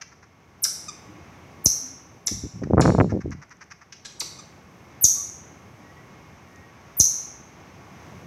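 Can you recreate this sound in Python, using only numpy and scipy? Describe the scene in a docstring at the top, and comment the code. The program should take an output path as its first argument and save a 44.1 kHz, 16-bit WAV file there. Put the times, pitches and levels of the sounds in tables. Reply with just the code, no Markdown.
"""A baby marmoset on a cord, close to the microphone on the floor of a hard-walled room.
Its piercing 'tsik' whistles arch at 9-15 kHz and plunge through the mouth's resonance; between them come
two small nasal 'eks', soft creaky chatter and ticks of claws and cord. The loudest calls thump the mic.
Before halfway the microphone's case drags along a plastic chair in a loud, rasping stick-slip rattle.
Behind it all lie the room's rumble and hiss, the whine of an appliance and a few far-off tones."""
import sys
import numpy as np
from scipy import signal
from scipy.fft import rfft, irfft
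from scipy.io import wavfile
from scipy.ndimage import uniform_filter1d, minimum_filter1d

SR = 44100
rng = np.random.default_rng(int(sys.argv[2]) if len(sys.argv) > 2 else 0)


def wrap_up_sound(samples):
    """Save the sound to the file named by the first command line argument, as 16-bit audio."""
    columns = np.atleast_2d(samples).T
    # keep every value between -1 and 1, then stretch to whole-number steps
    tamed = np.clip(columns, -1, 1)
    steps = np.round(tamed * 32767).astype(np.int16)
    wavfile.write(sys.argv[1], SR, steps)


N = 364442


def from_db(db):
    """Decibels to gain."""
    return 10 ** (np.asarray(db) / 20)


def unit_rms(x):
    """Scale to unit power."""
    return x / np.sqrt(np.mean(x ** 2) + 1e-20)


def at_hz(table, hz):
    """Read a table on a log-frequency axis."""
    freq_hz, value = np.transpose(table)
    return np.interp(np.log(np.maximum(hz, 1)), np.log(freq_hz), value)


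def add(out, start_s, sound):
    """Mix a sound in at start_s."""
    i = max(round(start_s * SR), 0)
    out[i:i + len(sound)] += sound[:N - i]


def response(spectrum, size=4096):
    """Causal (minimum-phase) impulse response of a spectrum."""
    gain = from_db(at_hz(spectrum, np.fft.rfftfreq(size, 1 / SR)))
    cepstrum = irfft(np.log(gain))
    cepstrum[1:size // 2] *= 2
    cepstrum[size // 2 + 1:] = 0
    return irfft(np.exp(rfft(cepstrum)))


def colour(x, spectrum):
    """Filter a sound by a spectrum."""
    return signal.oaconvolve(x, response(spectrum))[:len(x)]


def butter(x, hz, kind="low", order=2):
    """Butterworth filter."""
    return signal.sosfilt(signal.butter(order, hz, kind, fs=SR, output="sos"), x)


def drift(rate_hz, count):
    """Random wander of spread about 1."""
    position = np.arange(count) * rate_hz / SR
    knots = rng.standard_normal(int(position[-1]) + 2)
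    return np.interp(position, np.arange(len(knots)), knots)


def taps(events, spectrum):
    """Single impulses of one colour."""
    out, shape = np.zeros(N), response(spectrum)
    for start_s, peak_db in events:
        add(out, start_s, from_db(peak_db) * shape / np.abs(shape).max())
    return out


# Faint tones a long way from the microphone: start_s, length_s, first_hz, last_hz, level_db
FAR_TONES = [(1.029, 0.24, 305.3, 329, -48), (1.779, 0.24, 254, 276, -48.5), (5.15, 0.099, 1160, 1122, -49),
             (5.699, .45, 1844, 2004, -58.5), (6.353, 0.47, 1870, 1897, -59)]

def far_tones(blur_hz=22):
    """Weak gliding tones from far away, blurred by reflections."""
    out = np.zeros(N)
    for start_s, length_s, first_hz, last_hz, level_db in FAR_TONES:
        count = round(length_s * SR)
        phase = 2 * np.pi * np.cumsum(np.linspace(first_hz, last_hz, count)) / SR
        tone = drift(2 * blur_hz, count) * np.sin(phase) + drift(2 * blur_hz, count) * np.cos(phase)
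        add(out, start_s, from_db(level_db) * unit_rms(tone) * np.hanning(count))
    return out


# Rise and fall of the room tone, before each layer takes its share: time_s, level_db
ROOM_TONE = [(0.0, -57), (0.34, -56), (1.03, -47.5), (1.77, -47.5), (1.97, -50), (2.25, -51.5),
             (3.45, -56.5), (3.92, -56.5), (4.2, -52), (4.36, -49.5), (5.87, -48), (7.11, -48.5),
             (7.74, -47.5), (8.04, -44.5), (8.26, -45)]
# Its low, middle and high layers: freq_hz, gain_db
RUMBLE = [(25, -52.5), (50, -13), (85, 0), (120, -2.5), (170, -1.5), (230, -7), (350, -8), (450, -12),
          (800, -19), (2000, -50)]
RUSH = [(300, -14.5), (750, 1), (1120, -0.5), (1500, -4.5), (2300, -5), (3100, -13), (4400, -19),
        (5400, -14), (6300, -11.5), (7400, -29.5), (12000, -55)]
HISS = [(4000, -24.5), (7500, -0.5), (10000, -4), (13000, 0), (16000, -14)]
# An appliance in the background: pitch_hz, level_db
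WHINE = [(1120, -66), (2159, -68)]

def room_tone(flutter_db=0.83, waver_hz=1.7):
    """Rumble, rush and hiss rise and fall together, along with the faint whine of an appliance."""
    level_db = np.interp(np.arange(N) / SR, *np.transpose(ROOM_TONE))
    out = np.zeros(N)
    for share_db, spectrum in ((-1.5, RUMBLE), (-5, RUSH), (-26, HISS)):
        gain = from_db(level_db + share_db + flutter_db * drift(7.5, N))
        out += gain * unit_rms(colour(rng.standard_normal(N), spectrum))
    for pitch_hz, whine_db in WHINE:
        whine = np.sin(2 * np.pi * np.cumsum(pitch_hz + waver_hz * drift(22, N)) / SR)
        out += from_db(whine_db) * unit_rms(whine * from_db(level_db + 2 * drift(7.4, N)))
    return out


# Bounces off the floor and furniture near the microphone: delay_s, gain
ECHOES = [(.0024, .35), (.0087, 0.48)]
# Decay between the hard walls: freq_hz, t60_s
ROOM_DECAY = [(500, 0.43), (3500, .66), (6000, 0.64), (8000, 0.56), (11000, 0.5), (16000, 0.24)]

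def reflections(x, tail_db=-2, scatter_db=-8, scatter_t60_s=0.16, build_s=0.0013):
    """Two close echoes, scatter from the furniture and a diffuse tail whose top treble dies first."""
    t = np.arange(SR) / SR
    hz, white = np.fft.rfftfreq(SR, 1 / SR), rfft(rng.standard_normal(SR))
    edges_hz = np.linspace(0, SR / 2, 17)
    tail = np.zeros(SR)
    for low, high in zip(edges_hz, edges_hz[1:]):
        band = irfft(white * (hz >= low) * (hz < high), SR)
        tail += band * from_db(-60 * t / at_hz(ROOM_DECAY, (low + high) / 2))
    scatter = rng.standard_normal(SR) * from_db(-60 * t / scatter_t60_s)
    onset = 1 - np.exp(-(t / build_s) ** 2)
    impulse = from_db(tail_db) * unit_rms(tail * onset) + from_db(scatter_db) * unit_rms(scatter * onset)
    impulse /= np.sqrt(SR)
    for delay_s, gain in ECHOES:
        impulse[round(delay_s * SR)] += gain
    return signal.oaconvolve(x, impulse)[:N]


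# Claws and cord on the floor, close by: start_s, peak_db
TICKS = [(3.308, -38), (3.495, -47), (3.57, -49), (3.641, -46), (6.56, -42)]
# Colour of a tick: freq_hz, gain_db
TICK_COLOUR = [(1000, -16), (4000, -16), (6300, 13), (8000, -10), (12000, -15), (16000, -32)]

def claw_ticks():
    """Claws and cord make small, bright impacts as the animal scrambles."""
    return taps(TICKS, TICK_COLOUR)


# Thumps in the microphone itself: start_s, peak_db
THUMPS = [(1.6615, -14.5), (5.0425, -19.5), (7.001, -13)]
# Colour of a thump: freq_hz, gain_db
THUMP_COLOUR = [(15, -68), (28, -31.5), (48, -5), (90, 1), (200, -5), (500, -14), (1000, -26.5),
                (2000, -43), (5000, -73)]

def mic_thumps():
    """The microphone gives one bass pulse under each of the three loudest calls."""
    return taps(THUMPS, THUMP_COLOUR)


# Jerks of the microphone's case along a plastic chair: start_s, length_s, force_db
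JERKS = [(2.305, 0.13, -31), (2.425, 0.035, -28.5), (2.535, 0.089, -33.5), (2.607, 0.071, -25.5),
         (2.695, 0.082, -20.5), (2.767, 0.08, -12.5), (2.845, 0.13, -13), (2.972, 0.15, -15),
         (3.115, 0.075, -19.5), (3.236, 0.17, -26)]

def rubbing_force_db(bite_s=0.012, ease_db_per_s=114, let_go_db_per_s=450):
    """Each jerk bites quickly, eases off while it lasts and then lets go."""
    t, force = np.arange(N) / SR, np.full(N, from_db(-100))
    for start_s, length_s, force_db in JERKS:
        age_s = np.clip(t - start_s, 0, 1)
        fall_db = ease_db_per_s * age_s + let_go_db_per_s * np.maximum(age_s - length_s, 0)
        force = np.maximum(force, np.minimum(age_s / bite_s, 1) * from_db(force_db - fall_db))
    return 20 * np.log10(force)


# The hardest slips, right on the microphone's case: peak_s, strength_db, cutoff_hz
SLIPS = [(2.619, -23, 690), (2.709, -11, 700), (2.7351, -3, 910), (2.745, -7, 597), (2.7809, -1, 1490),
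         (2.785, -2, 816), (2.803, -0.5, 1830), (2.855, -4, 1680), (2.859, 1.5, 1700), (2.879, -3.5, 1490),
         (2.895, -3.5, 910), (2.904, -7, 2170), (2.95, -4.5, 1060), (2.983, -6, 1010), (3.002, 0.5, 3300),
         (3.010, -1.5, 2600), (3.013, -1, 1220), (3.045, -16, 980)]
# A knock heard through the case: freq_hz, gain_db
CASE_COLOUR = [(20, -60), (45, -10.5), (80, 4), (125, 3.5), (180, 3), (260, -1), (420, -3), (700, -8.5),
               (1300, -12), (2300, -18.5), (4000, -43), (9000, -64)]

def case_rattle(grains_per_s=430, spread_db=4, soft_hz=420, brightening=0.57, drag_db=1, slip_db=-1):
    """The case sticks and slips: a crowd of dull grains, brighter under pressure, and single hard slips."""
    force_db, knock = rubbing_force_db(), response(CASE_COLOUR)
    grains = np.zeros(N)
    end_s = JERKS[-1][0] + 2 * JERKS[-1][1]
    for time_s in np.arange(JERKS[0][0], end_s, 1 / grains_per_s):
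        late, size, sign = rng.standard_normal(3)
        contact_db = force_db[round(time_s * SR)] + spread_db * size
        # a harder contact is shorter, so brighter
        cutoff_hz = np.clip(soft_hz * from_db(brightening * (contact_db + 24)), 150, 3000)
        grain = np.sign(sign) * from_db(spread_db * size) * butter(knock, cutoff_hz, order=4)
        add(grains, time_s + late / grains_per_s, grain)
    power = np.abs(uniform_filter1d(grains ** 2, round(0.022 * SR)))
    grains /= np.sqrt(power + 1e-12)   # the hand keeps the rubbing even
    out = from_db(force_db + drag_db) * grains
    for peak_s, strength_db, cutoff_hz in SLIPS:
        slip = butter(knock, cutoff_hz, order=4)
        add(out, peak_s - np.argmax(slip) / SR, from_db(strength_db + slip_db) * slip / slip.max())
    return out


# Soft creaks close to the microphone: start_s, length_s, level_db, opening (of the mouth, 0-1)
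CHATTER = [(0.010, 0.018, -38, .4), (0.114, 0.024, -51, 0.02), (0.219, 0.032, -51, 0),
           (2.632, 0.013, -39, 0), (3.088, 0.043, -43, 0), (3.2, 0.03, -46, 0.05),
           (3.309, 0.034, -42.5, 0.08), (3.412, 0.032, -45.5, 0.03), (3.501, 0.036, -45.5, 0.06),
           (3.602, 0.039, -45, .1), (3.699, 0.035, -44.5, 0.19), (3.805, 0.037, -49.5, 0.02),
           (3.921, 0.014, -45.5, 0.78), (4.045, 0.019, -48, 1)]
# A wider mouth is higher, brighter and carries further into the room:
# opening, pulse_hz, lower_hz, upper_db, rasp_db, send_db
MOUTH = [(0, 440, 1596, -9, -29, -11), (.6, 530, 2260, 6.5, -34, -6), (1, 590, 2300, 2.5, 5, 2)]
# The throat's upper resonance and its rasp: freq_hz, gain_db
THROAT = [(3000, -25.5), (4600, -11), (5500, -2), (6100, -0.5), (6700, -11), (7400, -31.5), (12000, -37),
          (16000, -48)]
RASP = [(1000, -4), (2800, -11), (3800, 10), (5000, 3), (7700, 5), (9000, -12), (11500, -8), (15000, -60)]

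def chatter(jitter=0.32, breath=0.042):
    """Uneven glottal pulses and breath ring two throat resonances; returns direct sound and room send."""
    direct, send = np.zeros(N), np.zeros(N)
    openings, *traits = np.transpose(MOUTH)
    for start_s, length_s, level_db, opening in CHATTER:
        pulse_hz, lower_hz, upper_db, rasp_db, send_db = (np.interp(opening, openings, c) for c in traits)
        count = round(length_s * SR)
        cycles = np.cumsum(pulse_hz * (1 + jitter * drift(pulse_hz, count))) / SR
        pulses = np.diff(np.floor(cycles), prepend=0) * from_db(2 * drift(pulse_hz, count))
        source = pulses + breath * rng.standard_normal(count) * (1 - cycles % 1) ** 2
        lower = butter(butter(source, lower_hz * 0.71, "high", order=3), lower_hz * 1.234, order=7)
        upper = from_db(upper_db) * unit_rms(colour(source, THROAT))
        rasp = from_db(rasp_db) * unit_rms(colour(source, RASP))
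        voice = from_db(level_db) * (unit_rms(lower) + upper + rasp) * signal.windows.tukey(count, .8)
        add(direct, start_s, voice)
        add(send, start_s, from_db(send_db) * voice)
    return direct, send


# Two small 'eks' at close range: start_s, length_s, pitch_hz, level_db
EKS = [(0.881, 0.02, 1247, -33.5), (4.386, 0.02, 1244, -42.5)]
# Their nasal timbre: harmonic, gain_db
EK_HARMONICS = [(1, -5.5), (2, -12.5), (3, -12), (4, -9), (5, -1.5), (6, -11), (7, -19.5)]

def eks(sag=0.12):
    """Short, clear nasal notes that hold their pitch and sag at the end."""
    out = np.zeros(N)
    for start_s, length_s, pitch_hz, level_db in EKS:
        progress = np.linspace(0, 1, round(length_s * SR))
        phase = 2 * np.pi * np.cumsum(pitch_hz * (1 - sag * progress ** 3)) / SR
        voice = sum(from_db(gain_db) * np.sin(harmonic * phase) for harmonic, gain_db in EK_HARMONICS)
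        add(out, start_s, from_db(level_db) * unit_rms(voice) * signal.windows.tukey(len(voice), .5))
    return out


# The marmoset's 'tsiks' close to the microphone, with levels before the chair legs colour them:
# crest_s, top_hz, plunge_s, arch_s, mouth_hz, strength_db, whistle_db, creak_db, overtone_db
TSIKS = [(0.6265, 13600, 0.0165, 0.0062, 5554, -9, -25, -37, -28.5),
         (1.6433, 14160, 0.019, 0.0011, 5856, -4.5, -24.5, -55, -23),
         (2.263, 11450, 0.012, .001, 5680, -10.5, -29, -36, -31),
         (2.802, 10720, 0.014, 0.001, 5460, -22.5, -31, -30.5, -47),
         (4.197, 9190, .0125, 0.0011, 5770, -22.5, -30, -38.5, -35),
         (5.0237, 13750, 0.023, 0.013, 6076, -2, -19, -59.5, -20),
         (6.982, 14800, 0.021, 0.014, 6010, -1, -21.5, -68.5, -20)]
# Colour of the calls down among the chair legs: freq_hz, gain_db
CHAIR_LEGS = [(1000, 3), (2800, -5.5), (3200, -7), (3550, -2), (4150, 1.5), (4550, 4), (5400, -2.5),
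              (7000, 9.5), (8400, 0), (9400, -2), (11800, 1.5), (14000, -3.5), (16000, -2.5)]

def tsiks(rise_hz=2000, rise_s=0.013, bend=1.4, waver=0.012, crack=0.43, rough=1.2, ripple_db=3,
          tail_db=-26.5, onset_db=-10, crest_fade_s=0.0041, mouth_width_hz=820, third_db=-18):
    """A whistle arches up, then plunges, rings the mouth as it crosses its resonance and breaks up."""
    out = np.zeros(N)
    for crest_s, top_hz, plunge_s, arch_s, mouth_hz, *levels in TSIKS:
        strength_db, whistle_db, creak_db, overtone_db = levels
        t = np.arange(-round(arch_s * SR), round(2.1 * plunge_s * SR)) / SR   # zero at the crest
        rise = top_hz - rise_hz * (t / rise_s) ** 2
        fall = top_hz * np.exp(-(np.abs(t) / plunge_s) ** bend)
        hz = np.where(t < 0, rise, fall)
        mouth_ratio = hz / mouth_hz
        slack = np.clip(1 - mouth_ratio, 0, 1)   # below the resonance the folds go slack and beat unevenly
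        jitter = (waver + crack * slack ** 2) * drift(900, len(t))
        phase = 2 * np.pi * np.cumsum(hz * (1 + jitter)) / SR

        # the whistle's loudness follows its pitch: mouth_ratio, level_db
        loudness = [(.1, creak_db - 8), (.35, creak_db), (.62, tail_db), (.78, tail_db - 0.5),
                    (1.3, whistle_db + 3), (2.2, whistle_db)]
        level_db = np.interp(mouth_ratio, *np.transpose(loudness))
        swell_db = onset_db * np.minimum(t / arch_s, 0) ** 2
        # a stronger call has a fuller crest
        crest_db = (0.5 + 0.4 * strength_db) * np.exp(-(np.maximum(t, 0) / crest_fade_s) ** 2)
        flutter = from_db(ripple_db * drift(700, len(t))) * (1 + rough * slack * drift(1500, len(t)))
        whistle = from_db(level_db + swell_db + crest_db) * flutter * np.sin(phase)

        mouth_band_hz = [mouth_hz - mouth_width_hz / 2, mouth_hz + mouth_width_hz / 2]
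        ring = butter(np.sin(phase) * signal.windows.tukey(len(t), .15), mouth_band_hz, "band")
        ring = from_db(strength_db) * ring / np.abs(ring).max()

        # overtones flare at the resonance, where the call is strongest
        second = np.sin(2 * phase) * (2 * hz < SR / 2)
        third = from_db(third_db) * np.sin(3 * phase) * (3 * hz < SR / 2)
        flare = from_db(overtone_db) * np.exp(-((mouth_ratio - 1) / .22) ** 2)
        voice = whistle + ring + flare * (second + third)
        add(out, crest_s - arch_s, voice * signal.windows.tukey(len(t), .05))
    return colour(out, CHAIR_LEGS)


def scene():
    """One microphone: the marmoset's voice rings in the room; ticks, thumps and rattle stay close and dry."""
    calls, notes = tsiks(), eks()
    creaks, creak_send = chatter()
    marmoset = calls + notes + creaks + reflections(calls + from_db(-6) * notes + creak_send)
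    return (marmoset + claw_ticks() + mic_thumps() + case_rattle() + room_tone() + far_tones())[None]


def record(dry, low_cut_hz=31, high_cut_hz=15850, ceiling=.93, limiter_s=.002):
    """The small microphone loses the deepest bass, a fast limiter ducks the peaks and the top is cut."""
    mic = butter(dry, low_cut_hz, "high", order=3)
    window = round(limiter_s * SR)
    allowed_gain = np.minimum(1, ceiling / (np.abs(mic) + 1e-9))
    gain = uniform_filter1d(minimum_filter1d(allowed_gain, 2 * window + 1), window)
    high_cut = signal.ellip(13, .1, 100, high_cut_hz, fs=SR, output="sos")
    return signal.sosfilt(high_cut, mic * gain)


dry = scene()
out = record(dry)
wrap_up_sound(out)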